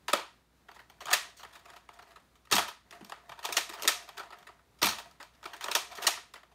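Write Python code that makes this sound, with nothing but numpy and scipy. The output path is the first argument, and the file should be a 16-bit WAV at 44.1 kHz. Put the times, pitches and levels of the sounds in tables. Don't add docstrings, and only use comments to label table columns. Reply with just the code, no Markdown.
import sys
import numpy as np
from scipy import signal
from scipy.fft import rfft, irfft, next_fast_len
from scipy.io import wavfile
from scipy.ndimage import map_coordinates

SR = 44100
rng = np.random.default_rng(int(sys.argv[2]) if len(sys.argv) > 2 else 0)


def transcribe(signal):
    frames = np.atleast_2d(signal).T
    limited = np.clip(frames, -1, 1)
    pcm = np.round(limited * 32767).astype(np.int16)
    wavfile.write(sys.argv[1], SR, pcm)


N = 288414

# frequency in Hz, relative level in dB per Hz.
HISS_COLOUR = [(15, -56.5), (30, -26), (45, -16.5), (60, -9.5), (80, -13), (125, -10.5), (250, -14),
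               (600, -20), (1300, -21), (2000, -25), (3200, -30), (3800, -27.5), (5000, -31.5),
               (15600, -39)]
HISS_DB, HUM_DB, HUM_HZ = -68.5, -74, 59.86

# frequency in Hz, width in Hz, relative level in dB.
SHELL_MODES = [(215.3, 50, -16.5), (318.9, 35, -7.5), (405.3, 66, -4.5), (579.5, 69, -3.5),
               (710.9, 67, 5.5), (785.7, 65, 1), (925.8, 127.4, -1), (1271.3, 171.5, 0),
               (1432.7, 334.5, -3.5), (1887.3, 280, 2.5), (2300.6, 240, 0.5), (2546.3, 423, -1),
               (3116.7, 626.5, 0.5), (3636.7, 1165, 0), (4183.5, 693, 1), (4624, 680, -3.5),
               (5500.8, 677, -3.5), (6640, 1000, -7.5), (8132, 680, -7.5), (8719, 1000, -9.5),
               (12110, 2200, -12), (14470, 3700, -16.5)]
PART_BORDERS_HZ = [600, 2000, 5500]


# start in seconds, level in dB, hardness in dB, hollowness in dB, chatter in ms.
CLICKS = [(0.081, -30.5, -10.5, -17.5, 3.26), (0.087, -39.5, -9.5, -8, 10.2),
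          (0.114, -58.5, 1.5, -4.5, 4.4), (1.004, -48.5, -8, -25, 9.9), (1.012, -54.5, -8.5, -3.5, 14.9),
          (1.055, -44.5, 0.5, -7, 2.8), (1.067, -40, -14, -18.5, 3.6), (1.079, -40, -17, -15.5, 11.1),
          (1.09, -29.5, -37, -32, 1.98), (1.102, -44.5, -1.5, -30, 9.2), (1.111, -29, -11.5, -20.5, 3.42),
          (1.121, -32.5, -13, -20, 16), (3.427, -49.5, -6, -10.5, 6.9), (3.439, -42.5, -9, -28.5, 15.5),
          (3.45, -35.5, -0.5, -11, 4.55), (3.486, -40.5, -13, -3.5, 8.17), (3.523, -41, 6.5, -21.5, 5.63),
          (3.692, -46, -1, -3, 5.4), (3.724, -46, -7.5, -26, 1.8), (3.732, -46, -7.5, -11.5, 13),
          (3.775, -52.5, -12, -2, 8.6), (3.822, -44, 8, -4, 2.44), (3.831, -44, 5, -2.5, 3.4),
          (3.842, -37.5, -13.5, -3, 2.6), (3.849, -36.5, -6.5, -1.5, 4.1), (5.608, -43, -6, -26.5, 5.34),
          (5.62, -46, -7, -26.5, 13.8), (5.64, -39, 1.5, -6.5, 3.26), (5.657, -40, -35, -12.5, 8.3),
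          (5.681, -34, -16, -7.5, 6.14), (5.712, -36, 1, -12, 5.9), (5.912, -48, -10.5, -26.5, 15.2),
          (5.952, -53, 2, -15.5, 6.5), (5.981, -41, -18.5, -3.5, 4.6), (6.02, -45, 2, -9, 11.8),
          (6.04, -40, -10, -5, 12)]
# start in seconds, level in dB, hardness in dB, hollowness in dB, knock pitch in Hz,
# chatter in ms, rebound level in dB.
SLIDE_STOPS = [(0.131, -20.5, -10.5, -5, 1115, 4.67, -39.5), (1.13, -24.5, 1, -16, 1428, 5.54, -33.5),
               (3.566, -30, 3, -11, 1455, 8.24, -31.5), (3.876, -27.5, 6, -18.5, 1410, 5.47, -26.5),
               (5.749, -30, 4, -9, 1228, 6.68, -28.5), (6.067, -27.5, 4.5, -14.5, 1819, 6.23, -26.5)]
REBOUND_AFTER_S, REBOUND_MS, REBOUND_HARD_DB, REBOUND_HOLLOW_DB = 0.008, 4, -10.5, -13
# start in seconds, level in dB, hardness in dB, chatter in ms.
TICKS = [(0.684, -49.5, -20, 7.84), (0.714, -51, -12, 2.54), (0.744, -67, -0.5, 12), (0.76, -54, -19, 7.7),
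         (0.79, -52, -18, 7.9), (0.801, -65, 2.5, 1.47), (0.898, -55, -7, 4.7), (1.366, -68.5, 8.5, 22),
         (1.391, -56, -7, 41), (1.431, -46, -10, 5.2), (1.448, -44.5, -23, 3.24), (1.483, -59, -33, 2.9),
         (1.525, -60.5, -4.5, 20), (1.552, -52, -8, 8), (1.59, -63, -5.5, 8.2), (1.654, -54, -9, 5.2),
         (1.681, -57.5, -15.5, 13.2), (1.701, -52, -7.5, 3.27), (1.733, -54, -13.5, 4.8),
         (1.76, -51, -12, 6.64), (1.889, -43, -16, 1.91), (1.932, -66.5, -1, 9.6), (1.988, -50, -17.5, 6.4),
         (2.021, -58, -8.5, 7.8), (2.072, -66, -9, 10.1), (2.104, -63, -11, 13.4), (2.157, -52, -17, 8.3),
         (2.354, -66.5, -5, 7.2), (2.451, -65, -2.5, 4.3), (2.47, -57.5, -17.5, 2.8),
         (2.496, -56.5, -15, 13.3), (2.581, -23.5, -15, 3.9), (2.588, -31, -16.5, 5.8),
         (2.711, -56, -11, 9.5), (2.908, -52.5, 0.5, 2.97), (2.923, -49.5, -17.5, 9.4),
         (3.008, -53, -13.5, 5.7), (3.046, -54.5, 5, 1.92), (3.096, -47, -7, 3.45), (3.12, -36, -18, 2.78),
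         (3.293, -43.5, -12, 3.44), (3.317, -45, -15.5, 6.7), (3.375, -54, -20.5, 7.4),
         (3.39, -46, -11.5, 4.5), (4.089, -43.5, -9, 2.98), (4.169, -49.5, -8.5, 7.1),
         (4.177, -41.5, -8, 5.03), (4.193, -40.5, -16.5, 8.5), (4.226, -50, -25.5, 8.8),
         (4.304, -48.5, -16.5, 4.67), (4.322, -48, -17.5, 10.55), (4.427, -56.5, -8, 2.86),
         (4.468, -49.5, -12.5, 6.1), (4.488, -50, -22.5, 5.76), (4.59, -63, -24, 6.16),
         (4.786, -67.5, 0.5, 10.4), (5.109, -63.5, -2, 5.96), (5.199, -49, -15.5, 15.3),
         (5.227, -49, -3.5, 3.1), (5.348, -68.5, -1.5, 4.9), (5.428, -47.5, -14, 2.85),
         (5.439, -48.5, -6.5, 3.04), (5.454, -38, -12, 5.34), (5.532, -43, -12.5, 6.9),
         (5.564, -57, 2, 3.1), (6.171, -44.5, -15, 6.2), (6.337, -47.5, -6.5, 4.9), (6.354, -51, -16, 10.6),
         (6.431, -54, -17, 4.3), (6.514, -64, -15, 8.5)]
TICK_HOLLOW_DB = -12
FAINT_COUNT, FAINT_OVER_RUB_DB, FAINT_HARD_DB, FAINT_MS = 70, 1.5, -8.5, 5.8
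# time of the slam in seconds, level in dB.
SHOTS = [(2.523, -25), (4.827, -25.5)]
# delay after the slam in seconds, level over the slam in dB, hardness in dB, hollowness in dB,
# chatter in ms.
SHOT_STEPS = [(-.011, -9, -2.5, -6.5, 7.6), (0, 0, 1.5, -14, 3.5), (.008, -4.5, -2.5, -19, 9.47),
              (.029, -11.5, 8, -11.5, 4), (.04, -2.5, -3, -20, 4.3), (.057, -12, 0.5, -13, 12),
              (.087, -19, -8, -13, 24), (.154, -20, -5.5, -12.5, 12.75)]

KNOCK_HZ, KNOCK_SCATTER_OCTAVES = 1167, 0.11
CRACK_HZ, CRACK_HZ_PER_DB = 3404, 41
PLUNGER_KNOCK_HZ, PLUNGER_CRACK_HZ = 1165, 3800
CRACK_DB, CRACK_FOLLOWS = 2, 0.579

# frequency in Hz, time to fade by 60 dB in seconds.
ROOM_FADE = [(100, 0.28), (500, 0.2394), (1400, 0.3212), (3700, 0.3472), (9700, 0.31), (15000, .2)]

# time in seconds, level of the dull slips in dB.
RUB_SPELLS = [
    [(0.66, -82.5), (0.746, -68), (0.892, -80.5), (1.016, -62.5), (1.258, -61), (1.386, -79), (1.706, -61),
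     (1.802, -72), (2.08, -63.5), (2.3, -94.5)],
    [(2.85, -73.5), (2.954, -64), (3.376, -70.5), (3.506, -48.5), (3.642, -60), (3.766, -53), (4.128, -64),
     (4.404, -68), (4.65, -76.5)],
    [(4.95, -60), (5.06, -61), (5.248, -84.5), (5.48, -64), (5.61, -59.5), (5.862, -58.5), (6.036, -49),
     (6.194, -69), (6.372, -76.5), (6.54, -79)],
]
RUB_BRIGHT_DB = -4.5

# start in seconds, level in dB, pitch in Hz.
GRIP_THUDS = [(1.061, -51.5, 141.3), (3.011, -36.5, 335), (3.025, -36.5, 227.6), (3.297, -52.5, 136.8),
              (5.2, -49.5, 290), (5.455, -41, 400)]
# delay after the slam in seconds, level over the slam in dB, pitch in Hz.
SHOT_THUDS = [(0.0012, 3.5, 352), (0.0028, -7.5, 120), (.026, -1, 210), (0.019, 3, 315), (.057, -17.5, 85)]

EDGE_HZ, TOP_HZ = 15750, 16800


def amp(db):
    return 10 ** (np.asarray(db) / 20)


def unit(x):
    return x / np.sqrt(np.mean(np.abs(x) ** 2, axis=-1, keepdims=True) + 1e-20)


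def along(points, hz):
    f, v = np.transpose(points)
    return np.interp(np.log(hz + 1), np.log(f + 1), v)


def wobble(rate):
    knots = rng.standard_normal(int(N * rate / SR) + 4)
    return map_coordinates(knots, [np.arange(N) * rate / SR])


def filtered(x, response):
    n = x.shape[-1]
    m = next_fast_len(n + 4096)
    return irfft(rfft(x, m) * response(np.fft.rfftfreq(m, 1 / SR)), m)[..., :n]


def ringing(modes, hz):
    centre, width, db = np.transpose(modes)[:, :, None]
    sign = (-1.) ** np.arange(len(modes))[:, None]
    return sign * amp(db) * 1j * hz * width / (centre ** 2 - hz ** 2 + 1j * hz * width)


def background():
    t = np.arange(N) / SR
    hiss = unit(filtered(rng.standard_normal(N), lambda hz: amp(along(HISS_COLOUR, hz))))
    hum = np.sqrt(2) * np.sin(2 * np.pi * HUM_HZ * t + 0.6 * wobble(13.0))
    hiss_level = amp(HISS_DB + 1.4 * wobble(8.6))
    hum_level = amp(HUM_DB + 0.8 * wobble(4.4))
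    return hiss_level * hiss + hum_level * hum


def faint_ticks():
    when = rng.uniform(0, N / SR, FAINT_COUNT)
    luck = rng.standard_normal((FAINT_COUNT, 3))
    return [(s, rub_db(s) + FAINT_OVER_RUB_DB + 3 * a, FAINT_HARD_DB + 7 * b, TICK_HOLLOW_DB, FAINT_MS * 1.3 ** c)
            for s, (a, b, c) in zip(when, luck)]


def contact_rows():
    rows = [(s, db, hard, hollow, ms) for s, db, hard, hollow, _, ms, _ in SLIDE_STOPS]
    rows += [(s + REBOUND_AFTER_S, db, REBOUND_HARD_DB, REBOUND_HOLLOW_DB, REBOUND_MS)
             for s, *_, db in SLIDE_STOPS]
    first_shot = len(rows)
    rows += [(s + after, db + over, *rest) for s, db in SHOTS for after, over, *rest in SHOT_STEPS]
    shots = slice(first_shot, len(rows))
    rows += CLICKS
    rows += [(s, db, hard, TICK_HOLLOW_DB, ms) for s, db, hard, ms in TICKS]
    rows += faint_ticks()
    knock_hz = KNOCK_HZ * 2 ** (KNOCK_SCATTER_OCTAVES * rng.standard_normal(len(rows)))
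    knock_hz[:len(SLIDE_STOPS)] = np.transpose(SLIDE_STOPS)[4]
    crack_hz = CRACK_HZ + CRACK_HZ_PER_DB * np.transpose(rows)[2]
    knock_hz[shots], crack_hz[shots] = PLUNGER_KNOCK_HZ, PLUNGER_CRACK_HZ
    rows = np.column_stack([rows, knock_hz, crack_hz])
    return rows[np.argsort(rows[:, 0])]


def chatter_spectra(chatter_s, size):
    grain = 12
    u = np.arange(size) / SR / chatter_s
    noise = rng.standard_normal((len(chatter_s), size))
    strengths = amp(4.16 * rng.standard_normal((len(chatter_s), size // grain)))
    uneven = np.repeat(strengths, grain, axis=1)
    return rfft(noise * uneven * u ** 0.5 * np.exp(-u ** 1.133))


def contacts(count):
    s, knock_db, hard_db, hollow_db, chatter_ms, knock_hz, crack_hz = contact_rows().T
    crack_db = CRACK_DB + CRACK_FOLLOWS * hard_db
    part_db = knock_db + [hollow_db, 0 * s, crack_db, hard_db]
    size = 3072
    hz = np.fft.rfftfreq(size, 1 / SR)
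    chatter_s = np.clip(chatter_ms, 0.5, 18)[:, None] / 1000
    chatter = chatter_spectra(chatter_s, size)

    small_shell = (1j * hz / (1j * hz + 170)) ** 2
    modes = small_shell * ringing(SHELL_MODES, hz)
    centre = np.transpose(SHELL_MODES)[0]
    part = np.searchsorted(PART_BORDERS_HZ, centre)
    off_knock = np.log2(centre / knock_hz[:, None])
    off_crack = np.log2(centre / crack_hz[:, None])
    favoured = amp(-22 * (part == 1) * off_knock ** 2 - 6.2 * (part == 2) * off_crack ** 2)
    struck = favoured * amp(2 * rng.standard_normal(favoured.shape))

    clack = spread = 0
    for k, db in enumerate(part_db):
        own = part == k
        level = amp(db)[:, None]
        clack = clack + level * unit(chatter * (struck[:, own] @ modes[own]))
        spread = spread + level * unit(favoured[:, own] @ modes[own])
    clack, spread = irfft([clack, spread], size) * np.sqrt(1.754 * chatter_s * SR)

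    near, out = np.zeros(N + size), np.zeros((count, N + size))
    for k, start in enumerate(np.round(s * SR).astype(int)):
        near[start:start + size] += clack[k]
        out[k % count, start:start + size] += spread[k]
    return near[:N], out[:, :N]


def room(streams, wet_db):
    noise = rng.standard_normal((len(streams), SR // 2))
    hz, t, z = signal.stft(noise, SR, nperseg=256)
    fade = amp(-60 * t / along(ROOM_FADE, hz)[:, None])
    tail = signal.istft(z * fade, SR, nperseg=256)[1]
    late = np.arange(tail.shape[1]) / SR
    tail = tail * (1 - np.exp(-(late / 0.006) ** 2))
    clumps = map_coordinates(rng.standard_normal(200), [late * 160])
    tail = tail * amp(1.6 * clumps * np.exp(-late / 0.08))
    tail = tail / np.linalg.norm(tail, axis=1, keepdims=True)
    return amp(wet_db) * signal.fftconvolve(streams, tail, axes=1)[:, :N].sum(0)


def rub_db(t):
    levels = [np.interp(t, *np.transpose(spell), left=-120, right=-120) for spell in RUB_SPELLS]
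    return np.max(levels, axis=0)


def rubbing():
    clumping_db = 2.5 * wobble(60) + 3.5 * wobble(400) + 2 * wobble(20)
    grains = rng.standard_normal(N) * amp(clumping_db)
    slips = filtered(grains, lambda hz: ringing(SHELL_MODES, hz).sum(0))
    dull = unit(filtered(slips, lambda hz: 1 / (1 + 1j * hz / 1800) ** 2))
    bright = amp(RUB_BRIGHT_DB) * unit(slips)
    return amp(rub_db(np.arange(N) / SR)) * (dull + bright)


def thuds():
    out, t = np.zeros(N + SR), np.arange(SR // 5) / SR
    pushes = [(s + after, db + over, hz) for s, db in SHOTS for after, over, hz in SHOT_THUDS]
    for s, db, hz in pushes + GRIP_THUDS:
        rise = 1 - np.exp(-t * hz * 1.5)
        fade = amp(-60 * t * hz / 11)
        start = round(s * SR)
        out[start:start + len(t)] += amp(db) * np.sin(2 * np.pi * hz * t) * rise * fade
    return out[:N]


def scene():
    near, spread = contacts(count=4)
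    loose = thuds() + rubbing()
    spread[0] += loose
    echoes = room(spread, wet_db=-6.0)
    return (near + loose + echoes + background())[None]


def record(dry):
    corners_hz = [EDGE_HZ - 120, EDGE_HZ + 120, TOP_HZ - 100, TOP_HZ]
    return filtered(dry, lambda hz: amp(np.interp(hz, corners_hz, [0, -24, -24, -90])))


dry = scene()
out = record(dry)
transcribe(out)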